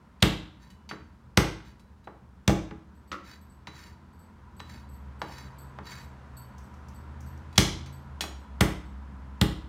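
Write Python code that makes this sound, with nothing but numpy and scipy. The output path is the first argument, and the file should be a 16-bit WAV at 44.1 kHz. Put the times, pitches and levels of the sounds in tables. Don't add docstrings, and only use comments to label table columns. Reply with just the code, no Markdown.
import sys
import numpy as np
from scipy import signal
from scipy.fft import rfft, irfft
from scipy.io import wavfile

SR = 44100
rng = np.random.default_rng(int(sys.argv[2]) if len(sys.argv) > 2 else 0)


def inscribe(sig):
    pcm = np.round(np.clip(np.atleast_2d(sig).T, -1, 1) * 32767)
    wavfile.write(sys.argv[1], SR, pcm.astype(np.int16))


N = 426888
TIME = np.arange(N) / SR
CONTACT_TIME = TIME[:2048]

# frequency_hz, level_db
ROOM_SPECTRUM = [(60, -26), (180, -16), (330, 11), (700, -1), (1400, 1), (3500, -4), (7000, -2), (15000, 5)]
HISS_DB, HISS_SPECTRUM = -77.5, [(1000, 0.5), (5000, -0.5), (10000, -8.5), (16000, -12.5)]
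# frequency_hz, t60_s
ROOM_DECAY = [(100, 0.34), (1000, 0.51), (3500, 0.5), (7000, 0.41), (15000, 0.23)]
# time_s, level_db
TRAFFIC_LEVEL = [(0, -63), (2, -65.5), (4.4, -60.5), (5.5, -54.5), (6.5, -55), (7.4, -54), (8.4, -55.5),
                 (9.68, -56)]
# frequency_hz, level_db
RUMBLE_SPECTRUM = [(25, -20.5), (45, -13.5), (60, 0), (76, -0.5), (100, -11.5), (128, -6), (160, -13),
                   (195, -5.5), (230, -10.5), (270, -18), (400, -26), (650, -33.5), (1100, -81)]
TYRE_SPECTRUM = [(200, -27.5), (380, -6.5), (660, -8), (860, -5), (980, 2), (1100, -6), (1350, -5.5),
                 (1800, -12.5), (2400, -19), (5000, -30), (8000, -36), (16000, -53)]
# time_s, firing_hz, level_db
NEAR_ENGINE = [(0, 68, -62), (2.5, 68, -59.5), (4.55, 87, -55), (4.85, 69.5, -47.5), (6.5, 71, -51.5),
               (7.1, 76, -45), (7.75, 84, -46), (8.4, 67, -45), (9.68, 67.5, -43)]
FAR_ENGINE = [(4.2, 120.3, -70), (4.7, 124.8, -57), (5.6, 134.5, -51.5), (6.6, 125, -56.5),
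              (7.95, 134.3, -46.5), (8.5, 134.2, -68)]

# pitch_hz, level_db, t60_s
BELL_MODES = [(4500, 0, 0.14), (7960, 6, 0.069), (12900, 3, 0.077)]
HANDLE_MODES = [(192, -24.5, 0.86), (311, -13, 0.2), (526, -14, 0.061), (1145, 1.5, 0.012),
                (1320, 1, 0.033), (1430, -5, 0.026), (1950, -14, 0.042)]
BOUNCE_MODES = [(180, 3.5, 0.077), (85.8, 3, 0.1)]
BOARD_MODES = [(53.3, -11.5, 0.62), (69.4, -13, 0.32), (90.8, -18.5, 0.44), (103.4, -17, 0.69),
               (134, -5.5, 0.32), (165.7, -11, 0.54), (198.3, -7, .36), (234.7, -13.5, 0.37),
               (285.3, -15.5, 0.47), (310, -15, 0.6), (324.6, -14, 0.5), (356, -21, 0.23), (412, -21, .35),
               (428.5, -13, 0.26), (540, -20, 0.23), (826, -14.5, .28)]
# pitch_hz, edge_db, flat_db, t60_s
BLADE_MODES = [(944, -2.5, -23, .15), (1873, -10.5, -17, 0.24), (2200, -12.5, -14.5, .2),
               (2529, -10.5, -7, 0.19), (2960, -13, -25.5, 0.3), (3360, -14.5, -1.5, 0.13),
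               (3950, -4, -17.5, 0.33), (4060, -22, -5.5, 0.12), (4580, -3, -4, 0.085),
               (5300, -11, -20, 0.21), (5620, -22.5, -19, 0.24), (6210, -9.5, -20.5, .16),
               (6880, -16.5, -9, 0.15), (7184, -11.5, -17.5, 0.1), (8620, -19.5, -6.5, 0.073),
               (9830, -20.5, -17, 0.1), (10770, -25.5, -24, 0.12), (13900, -21.5, -24.5, .06),
               (15300, -23, -25, .06)]
# frequency_hz, level_db
SKIN_SPECTRUM = [(2000, -16), (4000, -8), (5800, 7.5), (9000, -7.5), (13000, -7.5), (16000, -14)]
WIPE_SPECTRUM = [(500, -21), (1000, 12.5), (2000, 15), (3000, 0.5), (4800, 8.5), (7300, 3.5), (9000, -11),
                 (15000, -13.5)]
TICK_SPECTRUM = [(1000, -9), (2000, 7), (3200, 5), (6000, -3), (9000, -20), (15000, -28)]
SIZZLE_SPECTRUM = [(3500, -26), (6500, 6), (8500, 2), (10500, -3), (14000, -3), (16000, -13.5)]
CRACK_SPECTRUM = [(700, -28), (1500, -12), (2200, -6), (2700, -3), (3400, -1.5), (4800, -2.5), (5600, 0),
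                  (7000, -6.5), (10000, -17.5), (16000, -33.5)]
CLACK_SPECTRUM = [(1500, -28), (2400, -7.5), (3100, 0), (3550, 1.5), (4200, -2.5), (4800, -13), (8000, -34)]
WOOD_SPECTRUM = [(150, -22), (330, -3), (520, -2.5), (830, -2.5), (1050, -4), (1350, -4.5), (1700, -5.5),
                 (2200, -4), (3500, -22), (9000, -45.5)]

# start_s, level_db
BELL_SHAKES = [(2.95, -72), (3.075, -63.5), (3.407, -65), (3.494, -64.5), (4.129, -67.5), (4.19, -62),
               (4.565, -59), (4.89, -63), (4.932, -59), (5.194, -59.5), (5.585, -49.5), (6.005, -61),
               (6.368, -47.5), (6.635, -63), (6.945, -58), (7.262, -56), (7.926, -56), (8.384, -68.5),
               (8.853, -69)]
# start_s, level_db
SKIN_RUSTLES = [(6.581, -56), (6.74, -65), (6.885, -57), (7.206, -54.5), (7.375, -65)]
# start_s, length_s, level_db
BLADE_WIPES = [(0.591, 0.051, -56), (0.673, 0.037, -64), (1.635, 0.038, -52), (3.231, 0.1, -49.5),
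               (3.71, 0.18, -51.5), (4.642, 0.15, -53), (5.246, 0.2, -51), (5.829, 0.17, -46.5)]
# start_s, ring_db, tick_db
HANDLE_ROCKS = [(3.1165, -21, -35), (3.1274, -19, -43), (3.1415, -22, -53)]
# start_s, ring_db, tick_db, place (0 edge, 1 flat), note_hz
BLADE_CLINKS = [(0.203, -56, -76.5, 1, 3480), (.703, -53.5, -61, 0.1, 2940), (0.891, -38, -61, 0, 4595),
                (1.795, -58, -65, .3, 5260), (2.042, -62.5, -70, 0, 3950), (3.673, -43.5, -74, 0, 3950),
                (4.596, -49.5, -73, 0, 3950), (5.217, -44, -62, 0, 3950), (7.527, -54, -63.5, .5, 3950),
                (7.557, -43, -55, .5, 3350), (7.860, -45, -62, .5, 6230), (8.208, -24, -34.5, 1, 5716)]
# start_s, knock_db, pitch_hz, thud_db, tick_db
BOARD_KNOCKS = [(0.252, -24, 760, -26, -38), (0.912, -28.5, 1270, -34, -48), (0.931, -39, 583, -68, -59.5),
                (1.399, -27.5, 515, -25, -31), (2.073, -32, 747, -42, -59.5),
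                (2.495, -15.5, 593, -15.5, -28), (2.504, -44, 533, -46, -30), (2.71, -38.5, 1240, -31, -60),
                (3.671, -36, 1040, -41, -35), (4.602, -35.5, 1000, -43, -35.5),
                (5.217, -23, 863, -35.5, -30.5), (5.787, -32.5, 877, -40, -49),
                (8.208, -32.5, 800, -35.5, -24), (8.239, -29.5, 730, -41, -43)]
# start_s, crack_db, wood_db, sizzle_db, clack_db, tilt_db_per_octave, burst_s, first_touch_db
PALM_SLAPS = [(0.225, -19.5, -14, -25, -7.5, 1, 0.0035, -15),
              (1.3737, -13.5, -11, -23.5, -39, -5, 0.0028, -15.5),
              (2.4782, -18.5, -19, -30.5, -13.5, 0, 0.0013, -27),
              (7.58, -8, -13.5, -26, -6.5, 2, 0.0023, -10.5),
              (8.6091, -18.5, -14, -20.5, -12.5, 0.5, 0.0013, -14),
              (9.414, -21, -19.5, -26.5, -17, -5.5, 0.0021, -16)]


def from_db(db):
    return 10 ** (np.asarray(db) / 20)


def rms_one(x):
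    return x / np.sqrt(np.mean(x ** 2) + 1e-20)


def in_time(rows):
    times, *columns = np.transpose(rows)
    return [np.interp(TIME, times, column) for column in columns]


def at_hz(points, hz):
    frequencies, values = np.transpose(points)
    return np.interp(np.log(hz + 1e-9), np.log(frequencies), values)


def add(track, start_s, sound):
    start = max(0, round(start_s * SR))
    track[start:start + len(sound)] += sound[:N - start]


def colour(x, spectrum, size=4096):
    gains = from_db(at_hz(spectrum, np.fft.rfftfreq(size, 1 / SR)))
    cepstrum = irfft(np.log(gains))
    fold = np.r_[1, np.full(size // 2 - 1, 2), 1, np.zeros(size // 2 - 1)]
    response = irfft(np.exp(rfft(cepstrum * fold)))
    return signal.fftconvolve(x, response / np.linalg.norm(response))[:len(x)]


def ring(clicks, hz, t60):
    decay, step = from_db(-60 / (t60 * SR)), 2 * np.pi * hz / SR
    return signal.lfilter([0, np.sin(step)], [1, -2 * decay * np.cos(step), decay ** 2], clicks + 1e-18)


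def modes(force, table):
    return sum((-1) ** k * from_db(db) * ring(force, hz, t60) for k, (hz, db, t60) in enumerate(table))


def crunch(envelope, spectrum):
    fractures = rfft(rng.standard_normal(len(envelope)) * envelope)
    even = irfft(fractures / (np.abs(fractures) + 1e-12)) * envelope ** .25
    grains = colour(even, spectrum)
    return grains * np.linalg.norm(envelope) / np.linalg.norm(grains)


def impact(decay_s, spectrum):
    return crunch(np.exp(-CONTACT_TIME / decay_s), spectrum)


def push(contact_s):
    force = CONTACT_TIME * np.exp(-CONTACT_TIME / contact_s)
    return force / force.sum()


def kitchen_echo(x, wet_db=-4, first_echo_s=0.0014, build_s=0.0011, grain_db=3, bands=12):
    t = TIME[:SR]
    echoes = rfft(rng.standard_normal(SR) * from_db(grain_db * rng.standard_normal(SR)))
    centres, log_hz = np.geomspace(60, 16000, bands), np.log(np.arange(len(echoes)) + 1)
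    tail = 0
    for hz, weights in zip(centres, np.eye(bands)):
        band = irfft(echoes * np.interp(log_hz, np.log(centres), weights))
        tail += band * from_db(-60 * t / at_hz(ROOM_DECAY, hz))
    onset = np.clip((t - first_echo_s) / build_s, 0, 1)
    tail = colour(tail * onset, ROOM_SPECTRUM)
    return from_db(wet_db) * signal.fftconvolve(x, tail / np.linalg.norm(tail))[:N]


def street(rumble_db=-51, rumble_follows=.4, waver_db=2, waver_per_s=9):
    traffic_db, = in_time(TRAFFIC_LEVEL)
    swell_db = rumble_follows * (traffic_db - traffic_db.mean())
    out = from_db(rumble_db + swell_db) * colour(rng.standard_normal(N), RUMBLE_SPECTRUM)
    out += from_db(traffic_db) * colour(rng.standard_normal(N), TYRE_SPECTRUM)
    knots = np.arange(0, TIME[-1] + 1, 1 / waver_per_s)
    for engine, harmonics in ((NEAR_ENGINE, [(1, 0), (3, -17), (4, -18)]), (FAR_ENGINE, [(1, 0)])):
        firing_hz, level_db = in_time(engine)
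        phase = 2 * np.pi * np.cumsum(firing_hz) / SR
        for harmonic, harmonic_db in harmonics:
            waver = waver_db * np.interp(TIME, knots, rng.standard_normal(len(knots)))
            out += np.sqrt(2) * from_db(level_db + harmonic_db + waver) * np.sin(harmonic * phase)
    return out


def collar_bell(gain_db=-15, rattle_s=0.054, split_hz=70, spread_db=4, scatter_hz=55, bounces=10):
    out, t = np.zeros(N), TIME[:SR // 5]
    top_hz = BELL_MODES[-1][0]
    for start_s, shake_db in BELL_SHAKES:
        for delay_s in rng.random(bounces) * rattle_s * np.linspace(0, 1, bounces):
            for hz, mode_db, t60 in BELL_MODES:
                strength, detune = rng.standard_normal(2)
                note_hz = hz + scatter_hz * detune * hz / top_hz
                pair = np.sin(2 * np.pi * note_hz * t) + .5 * np.sin(2 * np.pi * (note_hz + split_hz) * t)
                level_db = shake_db + mode_db + gain_db + spread_db * strength
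                add(out, start_s + delay_s, pair * from_db(level_db - 60 * t / t60))
    return out


def skin_rustles(snap_s=0.00489, fade_s=.07, crackle_db=-12, grain_db=9):
    out, t = np.zeros(N), TIME[:SR // 2]
    envelope = np.exp(-t / snap_s) + from_db(crackle_db) * np.exp(-t / fade_s)
    for start_s, level_db in SKIN_RUSTLES:
        noise, roughness = rng.standard_normal((2, len(t)))
        grains = rms_one(noise * from_db(grain_db * np.clip(roughness, -2, 2)))
        add(out, start_s, from_db(level_db) * grains * envelope)
    return colour(out, SKIN_SPECTRUM)


def blade_wipes(attack_s=0.059, release_s=0.13, hiss_db=-5, steel_db=-4, grit_db=-17,
                grain_db=6, t60_scale=0.34, catch_db=3, catches_per_s=200):
    pressure = np.zeros(N)
    for start_s, length_s, level_db in BLADE_WIPES:
        lean_in = (TIME - start_s) / attack_s
        lift_off = (start_s + length_s - TIME) / release_s + .5
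        pressure += from_db(level_db) * np.clip(np.minimum(lean_in, lift_off), 0, 1)
    catches = np.interp(TIME * catches_per_s, np.arange(N), rng.standard_normal(N))
    noise, roughness = rng.standard_normal((2, N))
    friction = pressure * rms_one(noise * from_db(grain_db * roughness + catch_db * catches))
    steel = sum(from_db(edge_db) * rms_one(ring(friction, hz, t60 * t60_scale))
                for hz, edge_db, _, t60 in BLADE_MODES)
    hiss = from_db(hiss_db) * colour(friction, WIPE_SPECTRUM)
    grit = from_db(grit_db) * colour(friction, SIZZLE_SPECTRUM)
    return hiss + grit + from_db(steel_db) * rms_one(steel) * friction.std()


def handle_rocks(ring_gain_db=-8, tick_gain_db=-2, tick_s=0.013):
    ticks, taps = np.zeros(N), np.zeros(N)
    for start_s, ring_db, tick_db in HANDLE_ROCKS:
        add(taps, start_s, from_db([ring_db + ring_gain_db]))
        add(ticks, start_s, from_db(tick_db + tick_gain_db) * impact(tick_s, TICK_SPECTRUM))
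    return ticks + modes(taps, HANDLE_MODES)


def blade_clinks(ring_gain_db=-7, tick_gain_db=-3, bite_gain_db=-7, tick_s=0.015,
                 spread_db=2, note_db=8, note_octaves=.08):
    out = np.zeros(N)
    for k, (hz, edge_db, flat_db, t60) in enumerate(BLADE_MODES):
        taps = np.zeros(N)
        for start_s, ring_db, _, place, note_hz in BLADE_CLINKS:
            mode_db = np.interp(place, [0, 1], [edge_db, flat_db]) + spread_db * rng.standard_normal()
            boost_db = note_db * np.exp(-(np.log2(hz / note_hz) / note_octaves) ** 2)
            add(taps, start_s, from_db([ring_db + ring_gain_db + mode_db + boost_db]))
        out += (-1) ** k * ring(taps, hz, t60)
    for start_s, ring_db, tick_db, *_ in BLADE_CLINKS:
        add(out, start_s, from_db(tick_db + tick_gain_db) * impact(tick_s, SIZZLE_SPECTRUM))
        add(out, start_s, from_db(ring_db + bite_gain_db) * impact(tick_s, TICK_SPECTRUM))
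    return out


def board_knocks(knock_s=0.0054, tick_s=0.0028, knock_gain_db=-2, tick_gain_db=-3):
    out = np.zeros(N)
    for start_s, knock_db, hz, _, tick_db in BOARD_KNOCKS:
        tock = [(hz / 8, -26), (hz / 2, -9), (hz, 0), (hz * 2, -9), (hz * 4, -26), (hz * 10, -55)]
        add(out, start_s, from_db(knock_db + knock_gain_db) * impact(knock_s, tock))
        add(out, start_s, from_db(tick_db + tick_gain_db) * impact(tick_s, TICK_SPECTRUM))
    return out


def board_boom(arm_db=-15.5, thud_gain_db=2, palm_s=0.0002, light_s=0.00017, lag_s=.001, low_cut_hz=220):
    heavy, light = np.zeros(N), np.zeros(N)
    for start_s, *_ in PALM_SLAPS:
        add(heavy, start_s + lag_s, from_db(arm_db) * push(palm_s))
    for start_s, _, _, thud_db, _ in BOARD_KNOCKS:
        add(light, start_s, from_db(thud_db + thud_gain_db) * push(light_s))
    light = signal.sosfilt(signal.butter(2, low_cut_hz, "high", fs=SR, output="sos"), light)
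    return modes(heavy, BOUNCE_MODES) + modes(heavy + light, BOARD_MODES)


def palm_slaps(yield_s=0.002218, wood_s=.007, squash_s=0.013, squash_db=-14,
               crack_gain_db=1, clack_gain_db=-4, wood_gain_db=-1):
    out, t = np.zeros(N), CONTACT_TIME - yield_s
    squash = from_db(squash_db) * np.exp(-t / squash_s)
    for start_s, crack_db, wood_db, sizzle_db, clack_db, tilt, burst_s, touch_db in PALM_SLAPS:
        burst = np.where(t < 0, from_db(touch_db), np.exp(-(t / burst_s) ** 2) + squash)
        tilted = [(hz, db + tilt * np.log2(hz)) for hz, db in CRACK_SPECTRUM]
        crack = from_db(crack_db + crack_gain_db) * crunch(burst, tilted)
        clack = from_db(clack_db + clack_gain_db) * crunch(burst, CLACK_SPECTRUM)
        sizzle = from_db(sizzle_db) * crunch(burst, SIZZLE_SPECTRUM)
        add(out, start_s - yield_s, crack + clack + sizzle)
        add(out, start_s, from_db(wood_db + wood_gain_db) * impact(wood_s, WOOD_SPECTRUM))
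    return out


def scene(bell_direct_db=-3, bell_room_db=2):
    close = palm_slaps() + board_knocks() + handle_rocks() + blade_clinks()
    close += blade_wipes() + skin_rustles()
    bell = collar_bell()
    echoes = kitchen_echo(close + from_db(bell_room_db) * bell)
    mic_hiss = from_db(HISS_DB) * colour(rng.standard_normal(N), HISS_SPECTRUM)
    return (mic_hiss + street() + echoes + from_db(bell_direct_db) * bell + board_boom() + close)[None]


def record(dry, ceiling=0.55, low_cut_hz=41, high_cut_hz=16200):
    heard = signal.sosfilt(signal.butter(4, low_cut_hz, "high", fs=SR, output="sos"), dry)
    low_pass = signal.ellip(10, .1, 80, high_cut_hz, fs=SR, output="sos")
    return signal.sosfilt(low_pass, ceiling * np.tanh(heard / ceiling))


dry = scene()
out = record(dry)
inscribe(out)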